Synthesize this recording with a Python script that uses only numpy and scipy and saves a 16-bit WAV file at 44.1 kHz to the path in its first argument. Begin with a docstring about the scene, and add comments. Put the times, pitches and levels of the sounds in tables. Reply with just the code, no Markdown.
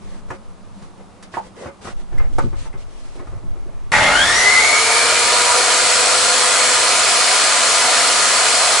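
"""In a small workshop a handheld circular saw is picked up, knocked against the bench and set on a board.
Each impact rings the bench's modes, sleeves and cable rustle by friction, and the mount of a two-port
microphone passes on the low shaking. At 3.9 s the motor starts with a jerk and a mains buzz; loose gear
teeth rattle under the torque. As the rotor gathers speed these fade, the gear whine climbs through
the resonances of its case, and fan air and blade teeth roar to the end."""
import sys
import numpy as np
from scipy import signal
from scipy.fft import rfft, irfft
from scipy.io import wavfile
from scipy.ndimage import uniform_filter1d

SR = 44100
rng = np.random.default_rng(int(sys.argv[2]) if len(sys.argv) > 2 else 0)


def generate_wav(sig):
    """Save sig (samples, or channels by samples) to the path in sys.argv[1] as 16-bit PCM at SR."""
    pcm = np.round(np.clip(np.atleast_2d(sig).T, -1, 1) * 32767).astype(np.int16)
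    wavfile.write(sys.argv[1], SR, pcm)


N = 388080
TIME = np.arange(N) / SR
FRAMES = np.arange(N // 512 + 5) * 512 / SR  # t/s of the short-time spectra
BINS = np.fft.rfftfreq(2048, 1 / SR)  # their f/Hz


START_S, TOP_HZ = 3.918, 503.5  # trigger time; rotation rate at full speed
# quick and slow stage of the run-up: share of full speed, time constant/s
RUN_UP_STAGES = [(.459, .186), (.428, .599)]
def speed(t=TIME):
    """Exponential approach: the rotor's speed as a share of full speed."""
    return 1 - sum(share * np.exp(-np.maximum(t - START_S, 0) / lag) for share, lag in RUN_UP_STAGES)


# spectrum of the roar: f/Hz, level/dB
ROAR_SPECTRUM = [(30, -28.5), (201, -23.5), (245, -13.5), (330, -18.5), (489, -6.5), (822, -6.5),
                 (1250, -6), (2760, -10), (6080, -11), (11000, -16)]
# peaks and dips of guard and vents: f/Hz, width/Hz, gain/dB
GUARD_RESONANCES = [(420, 40, 4), (640, 50, 3), (712, 60, 8), (820, 60, -5), (920, 40, 2), (1005, 40, 2),
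                    (1230, 50, 7.5), (1410, 50, 7.5), (1700, 60, 2), (2020, 70, 4), (2232, 45, 5),
                    (2480, 150, 2), (2700, 150, -3), (2930, 120, 2), (4255, 70, 5), (4380, 350, 4),
                    (5110, 60, 3), (6100, 500, -2.5), (6550, 200, 2.5), (7350, 450, 3)]
# lift of the blade's hiss band: t/s, gain/dB
BLADE_HISS_LIFT = [(3.918, 1), (5.0, 0), (5.5, 2.5), (6.0, 5), (6.5, 5.5), (7.0, 2), (8.8, 3)]
# likeness of left and right in roar and rattle: f/Hz, correlation
SAW_COHERENCE = [(60, 0.11), (170, 0.69), (480, 0.7), (1370, 0.89), (3900, 0.45), (11100, 0.59)]
def roar(turns):
    """Aerodynamic noise of fan and teeth grows as a power of speed and pulses with rotor and blade."""
    colour = read(ROAR_SPECTRUM, BINS) + sum(db * bump(hz, width) for hz, width, db in GUARD_RESONANCES)
    tilt_db_per_octave = 1.5 + .25 * 20 * np.log10(speed(FRAMES))
    tilt = np.outer(np.log2(BINS / 2000 + .24), tilt_db_per_octave)
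    blade_hiss = np.outer(bump(hz=8030, width=680), curve(BLADE_HISS_LIFT, FRAMES))
    air = noise(colour[:, None] + tilt + blade_hiss, read(SAW_COHERENCE, BINS)[:, None], patchy_db=1.1)
    pulsing = 1 + .04 * np.cos(2 * np.pi * turns) + .05 * np.cos(2 * np.pi * turns * PINION / WHEEL)
    return air * pulsing * gain_of(-11.5) * speed() ** 1.45


PINION, WHEEL = 5, 26  # tooth counts
# modulation by the uneven wheel: offset from the mesh tone/blade rotation rate, level/dB
MESH_SIDEBANDS = [(-2, -15), (-1, -5), (0, 0), (1, -7), (2, -12)]
# how well a mesh tone radiates from the saw: f/Hz, gain/dB
MESH_RADIATION = [(300, -46), (1200, -36), (1500, -23), (2000, -23), (2170, -22), (2380, -28.5),
                  (2460, -37.5), (2700, -30), (3000, -20), (3400, -20.5), (3600, -27), (5050, -43),
                  (5400, -22), (5750, -16), (6100, -32), (6600, -39)]
# gear case: f/Hz, width/Hz, gain/dB
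CASE_RESONANCES = [(1360, 116, 2.5), (2036, 21, 10.5), (2220, 26, 3), (3100, 210, -8), (3400, 110, -16),
                   (6020, 94, 3)]
def gear_whine(turns):
    """Periodic tooth meshing gives three harmonics with sidebands, lifted by resonance of the case."""
    blade_turns = turns * PINION / WHEEL
    mesh = np.zeros(N)
    for k, harmonic_db in enumerate((0, -4.5, -10), 1):
        level_db = harmonic_db + read(MESH_RADIATION, k * PINION * TOP_HZ * speed())
        for offset, side_db in MESH_SIDEBANDS:
            phase = k * PINION * turns + offset * blade_turns + .07 * k ** 1.5 * drift(120) + rng.random()
            mesh += gain_of(level_db + side_db + 2.5 * drift(70)) * np.sin(2 * np.pi * phase)
    return mesh + sum(gain_of(db) * signal.lfilter(*signal.iirpeak(hz, hz / width, SR), mesh)
                      for hz, width, db in CASE_RESONANCES)


# hums at the rotor's rate, twice that, and the blade's rate: level/dB, fade start/s, length/s, change/dB
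ROTOR_ORDER = (-35, 6.8, 0.5, -14)
DOUBLE_ORDER = (-31, 5.5, .5, -6.5)
BLADE_ORDER = (-50, 5.5, 1.5, -10)
def unbalance(turns):
    """Rotating unbalance: hums grow as a power of speed and die down as the work damps the saw."""
    orders = ((turns, 2.3, ROTOR_ORDER), (2 * turns, 5.3, DOUBLE_ORDER),
              (turns * PINION / WHEEL, 1.6, BLADE_ORDER))
    hums = np.zeros(N)
    for cycles, exponent, (db, start, length, fade_db) in orders:
        rms = gain_of(db + fade_db * ramp(start, length) + 2.5 * drift(30)) * speed() ** exponent
        hums += np.sqrt(2) * rms * np.sin(2 * np.pi * (cycles + .045 * drift(30)))
    return hums


FULL_TORQUE_GAP = .57  # share of full speed still missing when the torque leaves its limit
# broad spectrum of the tooth blows: f/Hz, level/dB
RATTLE_SPECTRUM = [(40, -46), (93, -18), (400, -18), (570, -9), (1600, -8), (1890, -9), (2690, -14),
                   (11000, -28)]
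# loaded housing: f/Hz, width/Hz, level/dB
HOUSING_MODES = [(581, 24, 1), (862, 18, 4.5), (1423, 17, -6), (1883, 56, 0), (2120, 37, 2),
                 (2050, 370, -12)]
def rattle(turns):
    """Backlash: loose tooth blows ring the housing, as noise that pulses per tooth and follows torque."""
    rings = sum(gain_of(db) * bump(hz, width) for hz, width, db in HOUSING_MODES)
    colour = 20 * np.log10(gain_of(read(RATTLE_SPECTRUM, BINS)) + rings)
    bunching = 1 + .5 * np.cos(2 * np.pi * PINION * turns) + .088 * drift(150)
    torque = np.minimum((1 - speed()) / FULL_TORQUE_GAP, 1)
    strength = gain_of(-11.5) * torque ** 1.97 * (.48 + .48 * ramp(START_S, .02))
    return noise(colour[:, None], read(SAW_COHERENCE, BINS)[:, None], patchy_db=2.1) * bunching * strength


BUZZ_HZ = 100.8
def buzz():
    """Magnetic force shakes the windings at twice the mains rate, fading with the starting current."""
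    amplitude = gain_of(-27.5 + 3 * drift(40)) * (1 - speed()) ** 1.47
    return amplitude * np.sin(2 * np.pi * (BUZZ_HZ * TIME + .08 * drift(40)))


CONTACT_RISE_S = .0017
# bench, board and base plate: f/Hz, level/dB, T60/s
BENCH_MODES = [(155, -0.5, 0.23), (197, -1, 0.055), (241, -2, 0.066), (354, -6, 0.063), (393, 3, 0.04),
               (551, -1, 0.088), (710, 0, 0.015), (878, 5.5, 0.032), (1010, 2, 0.025), (1230, 14.5, 0.015),
               (1426, 0, 0.047), (1630, 12, 0.008), (1875, 2, 0.037), (2090, 0, 0.09), (2330, 8, 0.0076)]
def knock(hz, focus_db, t60, clack_db):
    """Modal response: a rough, dying contact rings the modes near its pitch most, and itself clacks."""
    t = np.arange(round(.3 * SR)) / SR
    contact = rng.standard_normal(len(t)) * (1 - np.exp(-t / CONTACT_RISE_S))
    contact *= gain_of(-60 * t / max(t60, .01))
    modes = sum(gain_of(db - focus_db * abs(np.log2(f / hz)) - 60 * t / ring) * np.sin(2 * np.pi * f * t)
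                for f, db, ring in BENCH_MODES)
    body = signal.fftconvolve(contact, modes)[:len(t)]
    clack = signal.lfilter([1, -1], [1, -1.55, .6], contact)
    return body / abs(body).max() + gain_of(clack_db) * clack / abs(clack).max()


# knocks: t/s, level/dB, struck f/Hz, fall of modes away from f/(dB per octave), contact T60/s, clack/dB
IMPACTS = [(.303, -18, 800, 10, 0.086, -12), (.33, -28.5, 496, 15, 0.067, -21),
           (0.822, -29, 438, 8, .17, -8.5), (1.225, -41, 2300, 9, 0.083, 9),
           (1.337, -21.5, 1400, 22, .1, -26), (1.368, -14.5, 870, 52, 0.096, -21),
           (1.656, -21.5, 560, 10, 0.17, -19), (1.845, -23.5, 416, 5.5, .18, -8),
           (1.87, -26, 1300, 8, 0.054, -23), (2.126, -29.5, 386, 13, 0.05, -24),
           (2.18, -29, 2050, 45, 0.039, -5.5), (2.198, -25, 700, 7, 0.11, -20),
           (2.383, -8.5, 890, 16, .06, -13), (2.42, -21, 245, 21, 0.095, -15),
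           (2.439, -18, 230, 16, .14, -38), (2.528, -27.5, 600, 12, 0.093, -17),
           (2.654, -29, 910, 14, .1, -14), (2.728, -37, 2080, 50, 0.035, -6),
           (2.738, -29, 350, 7, .079, -19), (3.052, -37, 700, 1, .055, -8), (3.154, -31, 450, 17, .16, -8),
           (3.194, -29, 440, 22, 0.098, -21), (3.271, -28, 700, 5, .04, -15),
           (3.324, -36, 550, 14, .08, -18), (3.434, -33, 250, 18, .12, -24),
           (3.554, -34, 420, 20, .05, -20), (3.658, -32, 378, 18, .07, -18)]
# jerk of the starting motor: the same columns without t; its contact takes the shortest T60, 0.01 s
START_JERK = (-13, 598, 10.5, -0.1, 4)
# the saw's path from shelf to board: t/s, left minus right/dB
SAW_PATH = [(.3, -1), (.9, -4), (1.35, -4), (1.8, 3), (2.3, 0), (2.45, 1.5), (3.0, 0)]
def knocks():
    """Level-difference panning: each impact sounds from where the saw is at that moment."""
    mix = np.zeros((2, N))
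    for s, db, *stroke in IMPACTS + [(START_S, *START_JERK)]:
        sound = gain_of(db + np.array([[.5], [-.5]]) * curve(SAW_PATH, s)) * knock(*stroke)
        start = round(s * SR)
        mix[:, start:start + sound.shape[1]] += sound
    return mix


# sleeves, cable and plate sliding: t/s, length/s, hiss level/dB, scrape level/dB
STROKES = [(0, 0.22, -51, -47), (0.28, 0.093, -50, -43), (.73, .17, -55, -59), (0.97, 0.073, -62, -46.5),
           (1.316, 0.088, -44, -46), (1.402, 0.099, -50.5, -49), (1.553, 0.15, -46, -37.5),
           (1.809, 0.13, -41.5, -36.5), (1.964, 0.075, -51, -47), (2.11, 0.18, -56, -40),
           (2.277, 0.26, -50.5, -48), (2.551, .14, -43.5, -47), (2.772, 0.073, -49.5, -51),
           (2.85, 0.37, -51, -53), (3.13, 0.31, -59, -46.5), (3.41, 0.55, -75, -49)]
# cloth hiss: f/Hz, level/dB
CLOTH_SPECTRUM = [(900, -30), (1500, -12), (3000, -10.5), (8400, -15), (11000, -22)]
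# lower scrape: f/Hz, level/dB
SCRAPE_SPECTRUM = [(90, -25), (150, -16), (420, -8.5), (700, -10.5), (1300, -22), (2200, -21), (4000, -54)]
def rustle():
    """Sliding friction: each stroke swells and fades as clumpy hiss and scrape."""
    hiss_gain, scrape_gain = np.zeros((2, N))
    for s, length, hiss_db, scrape_db in STROKES:
        stroke = np.sin(np.pi * ramp(s, length)) ** .56
        hiss_gain += gain_of(hiss_db) * stroke
        scrape_gain += gain_of(scrape_db) * stroke
    hiss = noise(read(CLOTH_SPECTRUM, BINS)[:, None], coherence=.098, patchy_db=1.8)
    hiss *= gain_of(.86 * drift(100))
    scrape = noise(read(SCRAPE_SPECTRUM, BINS)[:, None], coherence=.6, patchy_db=3)
    scrape *= gain_of(2 * drift(50))
    return hiss * hiss_gain + scrape * scrape_gain


JOLT_RISE_S, SWAY_HZ = .084, (12.2, 23.8)
# jolts through the microphone mount: t/s, hold/s, sway level/dB, thud level/dB
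MOUNT_JOLTS = [(0, .05, -27, -52), (1.93, .02, -24, -59), (2.17, 0.13, -16.5, -32.5),
               (3.295, .02, -33, -39), (3.47, .03, -25.5, -46), (3.99, 0.15, -54, -33)]
# thuds in the mount: f/Hz, level/dB
THUD_SPECTRUM = [(30, -8.5), (60, -2), (115, -3), (167, -16.5), (300, -21.5), (500, -57)]
def mount_shaking():
    """Structure-borne sound: jolts reach the microphone as sway and thuds that swell, hold and decay."""
    def envelope(levels_db, fall_db_per_s, rest_db):
        return gain_of(rest_db) + sum(
            gain_of(db - fall_db_per_s * np.maximum(TIME - s - hold, 0))
            * ramp(s - JOLT_RISE_S, JOLT_RISE_S) ** 2 for (s, hold, *_), db in zip(MOUNT_JOLTS, levels_db))

    sway_db, thud_db = np.transpose(MOUNT_JOLTS)[2:]
    band = signal.butter(3, SWAY_HZ, "band", fs=SR, output="sos")
    across, along = signal.sosfilt(band, rng.standard_normal((2, N)))
    sway = unit_rms(np.array([across, -across]) + .15 * along)  # the ports feel it in opposite sense
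    thud = noise(read(THUD_SPECTRUM, BINS)[:, None], coherence=.3, patchy_db=3.3)
    return (sway * envelope(sway_db, fall_db_per_s=19, rest_db=-58)
            + thud * envelope(thud_db, fall_db_per_s=41, rest_db=-52.5))


# a low hum: t/s, level/dB
HUM_LEVEL = [(0, -46.5), (2.1, -49.5), (2.4, -61), (3.9, -62)]
def low_hum():
    """Narrow-band noise is heard as a wavering tone."""
    colour = 40 * np.log10(bump(hz=200, width=14))
    return noise(colour[:, None], coherence=.7, patchy_db=2.1) * gain_of(curve(HUM_LEVEL))


# background of the workshop: f/Hz, level/dB
ROOM_SPECTRUM = [(35, -27), (60, -19), (100, 7.5), (157, -17), (230, -1.5), (1200, -7), (1700, -17),
                 (11000, -27.5)]
def room_tone():
    """Stationary noise forms a faint, low floor."""
    return noise(read(ROOM_SPECTRUM, BINS)[:, None], coherence=.49, patchy_db=.48) * gain_of(-46.5)


# reverberation time of the workshop: f/Hz, T60/s
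SHOP_DECAY = [(150, 0.091), (1000, 0.13), (4000, 0.17), (10000, 0.045)]
def reverberation(x):
    """Diffuse reflection: sparse echoes of random sign, each band decaying at its own rate."""
    taps = np.zeros((2, SR // 2))
    slots = np.arange(120, SR // 2 - 20, 20)
    delays = slots + rng.integers(0, 20, (2, len(slots)))
    np.put_along_axis(taps, delays, rng.choice([-1., 1.], delays.shape), 1)
    hz, t, spectra = signal.stft(taps, SR, nperseg=256)
    tail = signal.istft(spectra * gain_of(-60 * t / read(SHOP_DECAY, hz)[:, None]), SR, nperseg=256)[1]
    return signal.oaconvolve(x[None], tail / np.linalg.norm(tail[0]), axes=1)[:, :N]


def noise(colour_db, coherence, patchy_db):
    """Spectral synthesis: stereo noise of rms 1 with drifting patches; colour is bins x (1 or frames)."""
    a, b, c, d, patches = rng.standard_normal((len(FRAMES), len(BINS), 5), dtype=np.float32).T
    patches = unit_rms(uniform_filter1d(uniform_filter1d(patches, 9, 0), 9, 1))
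    size = gain_of(colour_db)
    size = size / np.sqrt((size ** 2).mean(0)) * gain_of(patchy_db * patches)
    left = a + 1j * b
    right = coherence * left + np.sqrt(1 - coherence ** 2) * (c + 1j * d)
    return unit_rms(signal.istft(np.array([left, right]) * size, nperseg=2048, noverlap=1536)[1][:, :N])


def drift(top_hz):
    """Superposed sines of random phase: a fluctuation of rms 1."""
    t = TIME[::64]
    rates = np.geomspace(top_hz / 8, top_hz, 12)
    waves = sum(np.sin(2 * np.pi * (f * t + rng.random())) / np.sqrt(f) for f in rates)
    return np.interp(TIME, t, unit_rms(waves))


def bump(hz, width):
    """Resonance curve of height 1 over the bins."""
    return 1 / (1 + (2 * (BINS - hz) / width) ** 2)


def read(points, hz):
    """Interpolation of a spectrum in log frequency."""
    f, value = np.transpose(points)
    return np.interp(np.log(hz + 1), np.log(f + 1), value)


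def curve(points, t=TIME):
    """Linear interpolation in time."""
    return np.interp(t, *np.transpose(points))


def ramp(start, length):
    """Linear rise from 0 to 1."""
    return np.clip((TIME - start) / length, 0, 1)


def gain_of(db):
    """Level to amplitude ratio."""
    return 10 ** (np.asarray(db) / 20)


def unit_rms(x):
    """Normalisation to rms 1."""
    return x / np.sqrt(np.mean(x ** 2) + 1e-20)


# balance of the running saw: f/Hz, left minus right/dB
SAW_BALANCE = [(60, 2.5), (220, -2), (810, 0.5), (3000, 0.5), (11100, 0.0)]
def scene():
    """Superposition of saw, knocks, handling and background; the saw's tones and knocks reverberate."""
    turns = np.cumsum(TOP_HZ * speed()) / SR
    running = ramp(START_S, .0035)
    blows = knocks()
    tones = (gear_whine(turns) + unbalance(turns)) * running
    saw = gain_of(2) * tones + gain_of(-3) * reverberation(tones)
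    saw += (rattle(turns) + roar(turns) + buzz()) * running
    balance = gain_of(np.outer([.5, -.5], read(SAW_BALANCE, np.fft.rfftfreq(N, 1 / SR))))
    saw = irfft(rfft(saw) * balance, N)
    blows += gain_of(-4) * reverberation(blows.mean(0))
    return saw + blows + rustle() + mount_shaking() + low_hum() + room_tone()


EDGE_HZ = 10640
def record(dry):
    """Soft saturation rounds the highest peaks; a low-pass filter then limits the band."""
    excess = np.maximum(abs(dry) - .6, 0)
    rounded = dry - np.sign(dry) * (excess - .25 * np.tanh(excess / .25))
    lowpass = signal.firwin(1023, EDGE_HZ, window=("kaiser", 10), fs=SR)
    return signal.oaconvolve(rounded, lowpass[None], "same")


dry = scene()
out = record(dry)
generate_wav(out)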